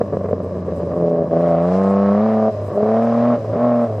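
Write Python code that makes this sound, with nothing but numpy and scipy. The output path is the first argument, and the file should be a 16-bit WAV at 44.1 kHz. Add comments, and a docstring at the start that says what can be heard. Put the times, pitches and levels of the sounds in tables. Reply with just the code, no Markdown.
"""The exhaust of a six-cylinder car, heard close by from outside, on a wet road.
Each firing sends a pressure pulse and a puff of turbulent gas through the resonant pipe.
The car coasts, burbling and popping with ragged combustion and unburnt fuel, then pulls three times,
dropping to a low hum whenever the throttle closes. Under it the tyres hiss through standing water,
a few large drops strike the car, and road and air give a faint roar."""
import sys
import numpy as np
from scipy import signal
from scipy.fft import rfft, irfft
from scipy.io import wavfile
from scipy.ndimage import uniform_filter1d

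SR = 44100
rng = np.random.default_rng(int(sys.argv[2]) if len(sys.argv) > 2 else 0)


def output_pcm(signal):
    """Save a mono or channel-first signal as 16-bit PCM at the path in sys.argv[1].

    Samples are clipped to [-1, 1] before scaling.
    """
    pcm = np.clip(np.atleast_2d(signal).T, -1, 1) * 32767
    wavfile.write(sys.argv[1], SR, np.round(pcm).astype(np.int16))


N = 176400
T = np.arange(N) / SR

# Throttle. Each row: time in seconds, strength of the firings in dB.
THROTTLE = [(0, -28), (.9, -15), (.94, -7.5), (1.03, -1.5), (1.24, -2), (1.265, -29), (1.3, -16),
            (1.312, 1.5), (1.5, 1), (1.75, -1.5), (2.3, 0.5), (2.495, 2), (2.515, -14), (2.75, -8.5),
            (2.762, 2.5), (2.88, 3.5), (3.05, 1.5), (3.355, 1.5), (3.39, -12.5), (3.515, -11), (3.54, -3),
            (3.64, 2.5), (3.845, 1.5), (3.875, -5.5), (4, -10)]
# Spectrum of splashing water. Each row: frequency in Hz, relative level in dB.
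WATER_SPECTRUM = [(25, 4), (200, 9.5), (1500, 7), (2800, 3), (3600, -2.5), (4000, 3), (4350, -5), (4800, 3),
                  (6500, -5), (8500, -9.5), (10000, -18), (14000, -19.5), (16000, -28.5)]


def amp(db):
    """Amplitude grows tenfold for every 20 dB."""
    return 10 ** (np.asarray(db) / 20)


def unit(x):
    """Normalisation to an rms of one."""
    return x / np.sqrt(np.mean(x ** 2) + 1e-20)


def curve(points):
    """Linear interpolation of (time, value) rows at every sample."""
    return np.interp(T, *np.transpose(points))


def drift(hz):
    """Slow random fluctuation: low-passed noise with an rms of one."""
    rolloff = 1 + (np.fft.rfftfreq(N, 1 / SR) / hz) ** 4
    return unit(irfft(rfft(rng.standard_normal(N)) / rolloff, N))


def colour(x, spectrum, size=8192):
    """Causal, minimum-phase filtering by a spectrum of (Hz, dB) rows."""
    hz, db = np.transpose(spectrum)
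    log_hz = np.log(abs(np.fft.fftfreq(size, 1 / SR)) + 1)
    log_gain = np.log(amp(np.interp(log_hz, np.log(hz), db)))
    response = np.fft.ifft(np.exp(np.conj(signal.hilbert(log_gain)))).real[:size // 2]
    return signal.fftconvolve(x, response)[:N]


def split(x, hz):
    """Complementary filtering into the parts below and above a frequency."""
    low = signal.sosfiltfilt(signal.butter(5, hz, fs=SR, output="sos"), x)
    return low, x - low


def resonance(x, hz, db, width_hz=100):
    """A resonance or antiresonance boosts or cuts a narrow band whose centre may move."""
    carrier = np.exp(2j * np.pi * np.cumsum(hz) / SR)
    pole = np.exp(-np.pi * width_hz / SR)
    band = 2 * (carrier * signal.filtfilt([1 - pole], [1, -pole], x / carrier)).real
    return x + (amp(db) - 1) * band


def impulses(times, heights):
    """An impulse train, each impulse shared linearly between two neighbouring samples."""
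    at, out = np.clip(times * SR, 0, N - 2), np.zeros(N)
    np.add.at(out, at.astype(int), heights * (1 - at % 1))
    np.add.at(out, at.astype(int) + 1, heights * (at % 1))
    return out


def road_roar():
    """Road and air form a diffuse field, uncorrelated left and right, a little louder under load."""
    # Each row: frequency in Hz, relative level in dB.
    spectrum = [(25, -16.5), (90, -11), (200, -21.5), (600, 15), (1100, 6), (2000, -7), (4000, -21.5),
                (10000, -59)]
    sides = np.array([unit(colour(rng.standard_normal(N), spectrum)) for _ in range(2)])
    return sides * amp(-44 + 0.18 * curve(THROTTLE))


def drop_impacts(decay_s=0.0067):
    """The impact of a large drop on the car is a burst of bright noise that decays exponentially."""
    # Each row: start in seconds, level in dB.
    drops = [(.171, -55), (1.095, -54), (1.835, -49), (2.05, -57)]
    envelope = sum(amp(db) * (T >= start) * np.exp(-abs(T - start) / decay_s) for start, db in drops)
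    _, splash = split(colour(rng.standard_normal(N), WATER_SPECTRUM), hz=2300)
    return envelope * unit(splash)


def tyre_spray(drops_per_s=200, coherence=0.3):
    """Droplets thrown up by the tyres add incoherently to a hiss, partly shared by the two sides."""
    # The whole spray, and swells of its finest part. Each row: time in seconds, gain in dB.
    level = [(0, -54), (.4, -56.5), (.5, -53.5), (.62, -56), (.8, -53), (1.22, -56.5), (1.44, -50.5),
             (1.6, -54.5), (1.76, -43), (1.8, -48.5), (1.85, -48), (2, -51), (2.45, -50.5), (2.68, -52.5),
             (3.15, -49), (3.7, -53), (4, -53)]
    fizz_level = [(0, 1.5), (1.38, 0.5), (1.45, 3.5), (1.56, 0.5), (1.74, -1), (1.85, -0.5), (2.05, -7.5),
                  (2.4, -1.5), (2.53, 1), (2.7, 9), (2.85, -2.5), (3.5, -1), (3.7, -3), (4, 7)]

    def water():
        arrivals = rng.random(N) < drops_per_s / SR
        drops = arrivals * amp(3 * np.minimum(rng.exponential(1, N), 4))
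        return unit(colour(rng.standard_normal(N) + 0.22 * unit(drops), WATER_SPECTRUM))

    sides = np.sqrt(coherence) * water() + np.sqrt(1 - coherence) * np.array([water(), water()])
    hiss, fizz = split(sides, hz=7500)
    patchy = hiss * amp(0.7 * drift(hz=16)) + fizz * amp(curve(fizz_level) + 3 * drift(hz=15))
    return patchy * amp(curve(level)) * amp([[1.5], [-1.5]])  # louder on the left


def fuel_pops(jump_s=0.00009):
    """Unburnt fuel excites the pipe impulsively: a pressure jump cracks, a swelling sputter thuds."""
    # Each row: start in seconds, peak in dB, rise time of the sputter in seconds, share of crack.
    pops = [(.009, -11, .002, 1), (0.0134, -3, 0.0027, 0.34), (.128, -11.5, .002, 1),
            (.135, -10.5, 0.0053, 0.31), (.170, -7.5, 0.00092, 1), (0.206, -15.5, 0.004, 0.13),
            (.243, -13.5, .003, 0.2), (0.257, -17, 0.0021, 0.18), (0.287, -13, 0.0037, 0.2),
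            (.31, -9.5, 0.0018, 0.33), (.33, -4.5, .001, 0.8), (.334, -15.5, 0.0018, .5),
            (.38, -18, 0.0026, 0.5), (.402, -12.5, 0.0022, 0.25), (.548, -17, 0.0051, 0),
            (.648, -20, .003, 0.6), (.677, -13.5, 0.0092, .1), (0.767, -23, 0.0046, 0.09),
            (.801, -15, 0.0039, 0.23), (0.904, -14.5, 0.01, 0), (2.704, -16, 0.0043, 0.4),
            (2.829, -5.5, 0.0022, 0.9), (3.445, -16, 0.0035, 0.3), (3.653, -15.5, .002, 0.8),
            (3.903, -26, .003, 0.45)]
    # Each row: frequency in Hz, relative level in dB.
    spectrum = [(30, -36.5), (55, -16), (85, 0), (230, 4), (320, -6), (430, 8), (600, 7), (720, -2),
                (850, -20), (1000, -10), (1180, -13), (1400, -22.5), (1800, -25.5), (2300, -37.5),
                (3200, -52), (8000, -77)]
    out = np.zeros(N)
    for start, db, rise_s, crack in pops:
        age = np.maximum(T - start, 0)
        jump = unit(np.exp(-age / jump_s) * (T >= start))
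        sputter = unit(rng.standard_normal(N) * age * np.exp(-age / rise_s))
        pop = colour(crack * jump + (1 - crack) * sputter, spectrum)
        out -= amp(db) * pop / abs(pop).max()
    return out


def burble(times, puffs):
    """Ragged combustion excites a wandering resonance, most on a closed or just opening throttle."""
    # Each row: frequency in Hz, relative level in dB.
    spectrum = [(30, -45.5), (50, -32), (80, -4), (140, -0.5), (240, 1.5), (320, -3), (420, 0.5),
                (500, -3.5), (590, 4.5), (700, -11), (850, -17.5), (1000, -14.5), (1150, -12), (1320, -32),
                (1700, -29), (2200, -44.5), (3200, -64.5), (8000, -71)]
    # The whole burble, and its treble. Each row: time in seconds, gain in dB.
    level = [(0, -25), (.25, -27), (.45, -26), (.7, -26.5), (.92, -21.5), (1.05, -24), (1.28, -23),
             (1.36, -27), (1.7, -40.5), (2.45, -40), (2.56, -30.5), (2.68, -30), (2.74, -22.5),
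             (2.8, -33.5), (3.05, -40.5), (3.33, -30.5), (3.38, -24.5), (3.46, -30), (3.55, -20),
             (3.62, -30), (3.75, -38.5), (3.88, -35), (4, -24.5)]
    treble_level = [(0, 2.5), (.9, 0.5), (1.3, 0), (2.55, 6.5), (2.72, 6.5), (2.85, -2), (3.4, -2),
                    (3.6, 2.5), (4, -2.5)]
    pushes = np.tanh(rng.standard_normal(len(times)))
    slugs = unit(colour(impulses(times, pushes), spectrum))
    turbulence = puffs * rng.standard_normal(N) * amp(2 * np.tanh(drift(hz=36)))
    gas = unit(colour(turbulence, spectrum))
    clumps = amp(1.5 * np.tanh(drift(hz=27.8)))
    centre_hz = 540 * (1 + 0.13 * drift(hz=10))
    ragged = resonance((slugs + 0.93 * gas) * clumps, centre_hz, db=6)
    body, treble = split(unit(ragged), hz=800)
    return (body + treble * amp(curve(treble_level))) * amp(curve(level))


def gas_rush(puffs):
    """Turbulent gas noise, amplitude-modulated by the firings, grows with the throttle."""
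    # Each row: frequency in Hz, relative level in dB.
    spectrum = [(40, -42), (120, -19), (320, -10), (450, -9), (650, -.5), (900, -6.5), (1150, -4),
                (1450, -12), (1900, -17), (2300, -23), (2800, -29.5), (3500, -33.5), (5000, -39.5),
                (7000, -55.5), (10000, -72)]
    # Each row: time in seconds, level in dB before the throttle is added.
    level = [(0, -41), (1.2, -46.5), (1.45, -34.5), (1.8, -32.5), (2.3, -32), (2.5, -40.5), (2.77, -43.5),
             (2.95, -34.5), (3.3, -32.5), (3.65, -35), (4, -36)]
    return unit(colour(puffs * rng.standard_normal(N), spectrum)) * amp(curve(level) + curve(THROTTLE))


def drone(firings):
    """The silencer booms at the firing fundamental; the pipe hums at its subharmonic, an octave down."""
    # The boom leads under load, the hum off the throttle. Each row: time in seconds, level in dB.
    boom_level = [(0, -32.5), (.92, -31), (1.06, -24), (1.22, -25.5), (1.28, -31), (1.38, -21.5),
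                  (1.58, -21.5), (1.75, -17.5), (2.12, -15), (2.42, -18.5), (2.49, -21.5), (2.53, -59),
                  (2.72, -36), (2.79, -25), (2.92, -20), (3.34, -17), (3.39, -47), (3.51, -44.5),
                  (3.57, -30), (3.64, -19), (3.8, -19), (3.85, -22), (3.89, -44), (4, -61)]
    hum_level = [(0, -33), (.5, -31), (.92, -33), (1.1, -53), (1.4, -42.5), (1.75, -33.5), (2.3, -31.5),
                 (2.46, -32), (2.5, -38), (2.54, -28), (2.68, -25.5), (2.78, -44.5), (2.88, -33),
                 (3.3, -27), (3.38, -30), (3.44, -30), (3.52, -22.5), (3.57, -38), (3.64, -27), (3.85, -32),
                 (3.91, -24), (4, -24.5)]

    def tone(cycles, flutter):
        waver = 1 + flutter * (drift(hz=34.3) + 1j * drift(hz=34.3))
        return (waver * np.exp(2j * np.pi * cycles)).real

    boom = amp(curve(boom_level)) * tone(firings - 0.075, flutter=0.05)  # trails the pulse
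    hum = amp(curve(hum_level)) * tone(firings / 2, flutter=0.08)
    return -np.sqrt(2) * (boom + hum)


def exhaust_pulses(times, firing_hz, jitter_s=0.000012):
    """A pulse train gives harmonics of the firing rate; unequal banks and cylinders add lines between."""
    # Spectra of what all firings share, of the difference between banks and of that between cylinders.
    # Each row: frequency in Hz, gain in dB.
    common_spectrum = [(40, -71), (120, -32), (200, -33.5), (270, -22), (335, -29.5), (400, -27),
                       (435, -24.5), (480, -28.5), (505, -28), (590, -25), (620, -22.5), (660, -23.5),
                       (715, -32.5), (800, -42.5), (960, -43.5), (1180, -47), (1420, -54.5), (1900, -64),
                       (2800, -85.5), (6000, -102)]
    bank_spectrum = [(60, -62.5), (150, -46), (250, -27.5), (300, -34.5), (360, -41), (420, -25.5),
                     (495, -23.5), (550, -25.5), (595, -18), (690, -30.5), (760, -30), (830, -34.5),
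                     (885, -37.5), (985, -39), (1090, -33), (1200, -40), (1310, -40.5), (1430, -55.5),
                     (1680, -58.5), (2200, -73), (6000, -101.5)]
    cylinder_spectrum = [(30, -90), (70, -62), (150, -44.5), (320, -44.5), (440, -32), (520, -33.5),
                         (570, -25), (640, -23.5), (700, -23.5), (800, -36), (900, -47.5), (1150, -39),
                         (1350, -55), (2000, -76), (6000, -108)]
    # Each entry: one cylinder's departure from the mean strength, in firing order.
    departures = [0.41, 0.52, -0.51, -0.15, -0.37, -0.55]
    # Imbalance of the banks, imbalance of the cylinders, and the treble, weaker at part throttle.
    # Each row: time in seconds, gain in dB.
    bank_imbalance = [(0, -4.5), (1.1, 0.5), (1.5, 0), (1.9, 2), (2.3, -1.5), (2.48, -0.5), (2.8, -8),
                      (2.87, -2), (3.05, -4.5), (3.6, -1), (3.85, -3)]
    cylinder_imbalance = [(0, -4), (1.05, 3.5), (1.5, 2), (1.85, -3), (2.4, -1), (2.85, 0), (3.15, -1),
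                          (3.7, 0), (4, 0)]
    treble_level = [(0, -8.5), (.9, -11.5), (1.22, -13.5), (1.35, -10.5), (1.55, -6), (1.8, 1), (2.15, 2),
                    (2.48, 0), (2.55, -21), (2.77, -5), (2.95, -0.5), (3.33, 1), (3.42, -13), (3.54, -5.5),
                    (3.65, 2), (3.84, -5.5), (3.9, -3), (4, -8)]
    # Pipe resonances shifting with the gas flow. Each row: time in seconds, centre in Hz, gain in dB.
    low_mode = [(0, 420, 0.5), (1.1, 428, 5.5), (1.38, 420, -1), (1.55, 415, -5), (1.75, 425, 2),
                (2.7, 410, -1.5), (2.78, 410, 3.5), (2.89, 450, 2), (3.05, 466, -0.5), (3.65, 480, -3.5),
                (4, 450, -1)]
    high_mode = [(0, 703, 6), (1, 682, -12), (1.24, 705, -4.5), (1.32, 660, -1), (1.42, 700, -6.5),
                 (1.53, 690, 3.5), (1.62, 717, -4.5), (1.75, 647, 2.5), (2.35, 680, -2.5), (2.45, 655, 1.5),
                 (2.6, 608, 7), (2.78, 604, 1.5), (2.86, 630, -7), (2.95, 680, 3), (3.1, 637, -0.5),
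                 (4, 605, 1)]
    index = np.arange(len(times))
    scatter, jitter = rng.standard_normal((len(times), 2)).T
    onsets = times + jitter_s * jitter
    height = np.interp(times, T, amp(curve(THROTTLE)) * SR / firing_hz) / np.sqrt(2)
    bank = (-1) ** index * np.interp(times, T, amp(curve(bank_imbalance)))
    cylinder = np.array(departures)[index % len(departures)] + 0.09 * scatter
    cylinder *= np.interp(times, T, amp(curve(cylinder_imbalance)))
    pulses = (colour(impulses(onsets, height), common_spectrum)
              + colour(impulses(onsets, height * bank), bank_spectrum)
              + colour(impulses(onsets, height * cylinder * 2), cylinder_spectrum))
    for mode in (low_mode, high_mode):
        at, hz, db = np.transpose(mode)
        pulses = resonance(pulses, np.interp(T, at, hz), np.interp(T, at, db))
    body, treble = split(pulses, hz=750)
    return -(body + treble * amp(curve(treble_level)))


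def scene():
    """Superposition: the engine layers share the crankshaft's phase; pops, water and road add to them."""
    # Engine speed. Each row: time in seconds, firings per second.
    speed = [(0, 204), (.25, 190), (.5, 184), (.75, 174), (.93, 173), (1.03, 170.5), (1.14, 168),
             (1.24, 163.8), (1.348, 164.4), (1.396, 169.6), (1.432, 171.6), (1.55, 166), (1.634, 172.2),
             (1.716, 182.8), (1.8, 192.8), (2.004, 199.4), (2.096, 199.8), (2.166, 206.6), (2.228, 216),
             (2.276, 220.4), (2.386, 218), (2.49, 218), (2.55, 206), (2.7, 198), (2.76, 201),
             (2.832, 213.4), (2.996, 228), (3.052, 232.4), (3.124, 232), (3.226, 237.4), (3.25, 240.2),
             (3.31, 242), (3.37, 233), (3.43, 216), (3.51, 217), (3.55, 228), (3.63, 244.4), (3.814, 237.2),
             (3.86, 232), (3.9, 216), (4, 208)]
    firing_hz = uniform_filter1d(curve(speed), size=1500) * (1 + 0.001 * drift(hz=18))
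    firings = np.cumsum(firing_hz) / SR
    times = np.interp(np.arange(int(firings[-1]) + 1), firings, T)
    puffs = 0.25 + np.exp(-(firings % 1) / 0.27)  # steady flow plus a decaying puff per firing
    engine = exhaust_pulses(times, firing_hz) + drone(firings) + gas_rush(puffs) + burble(times, puffs)
    return engine + fuel_pops() + tyre_spray() + drop_impacts() + road_roar()


def record(dry):
    """Band limiting: a linear-phase low-pass removes the highest treble."""
    lowpass = signal.firwin(511, 15200, window=("kaiser", 9), fs=SR)
    return signal.oaconvolve(dry, lowpass[None], "same")


dry = scene()
out = record(dry)
output_pcm(out)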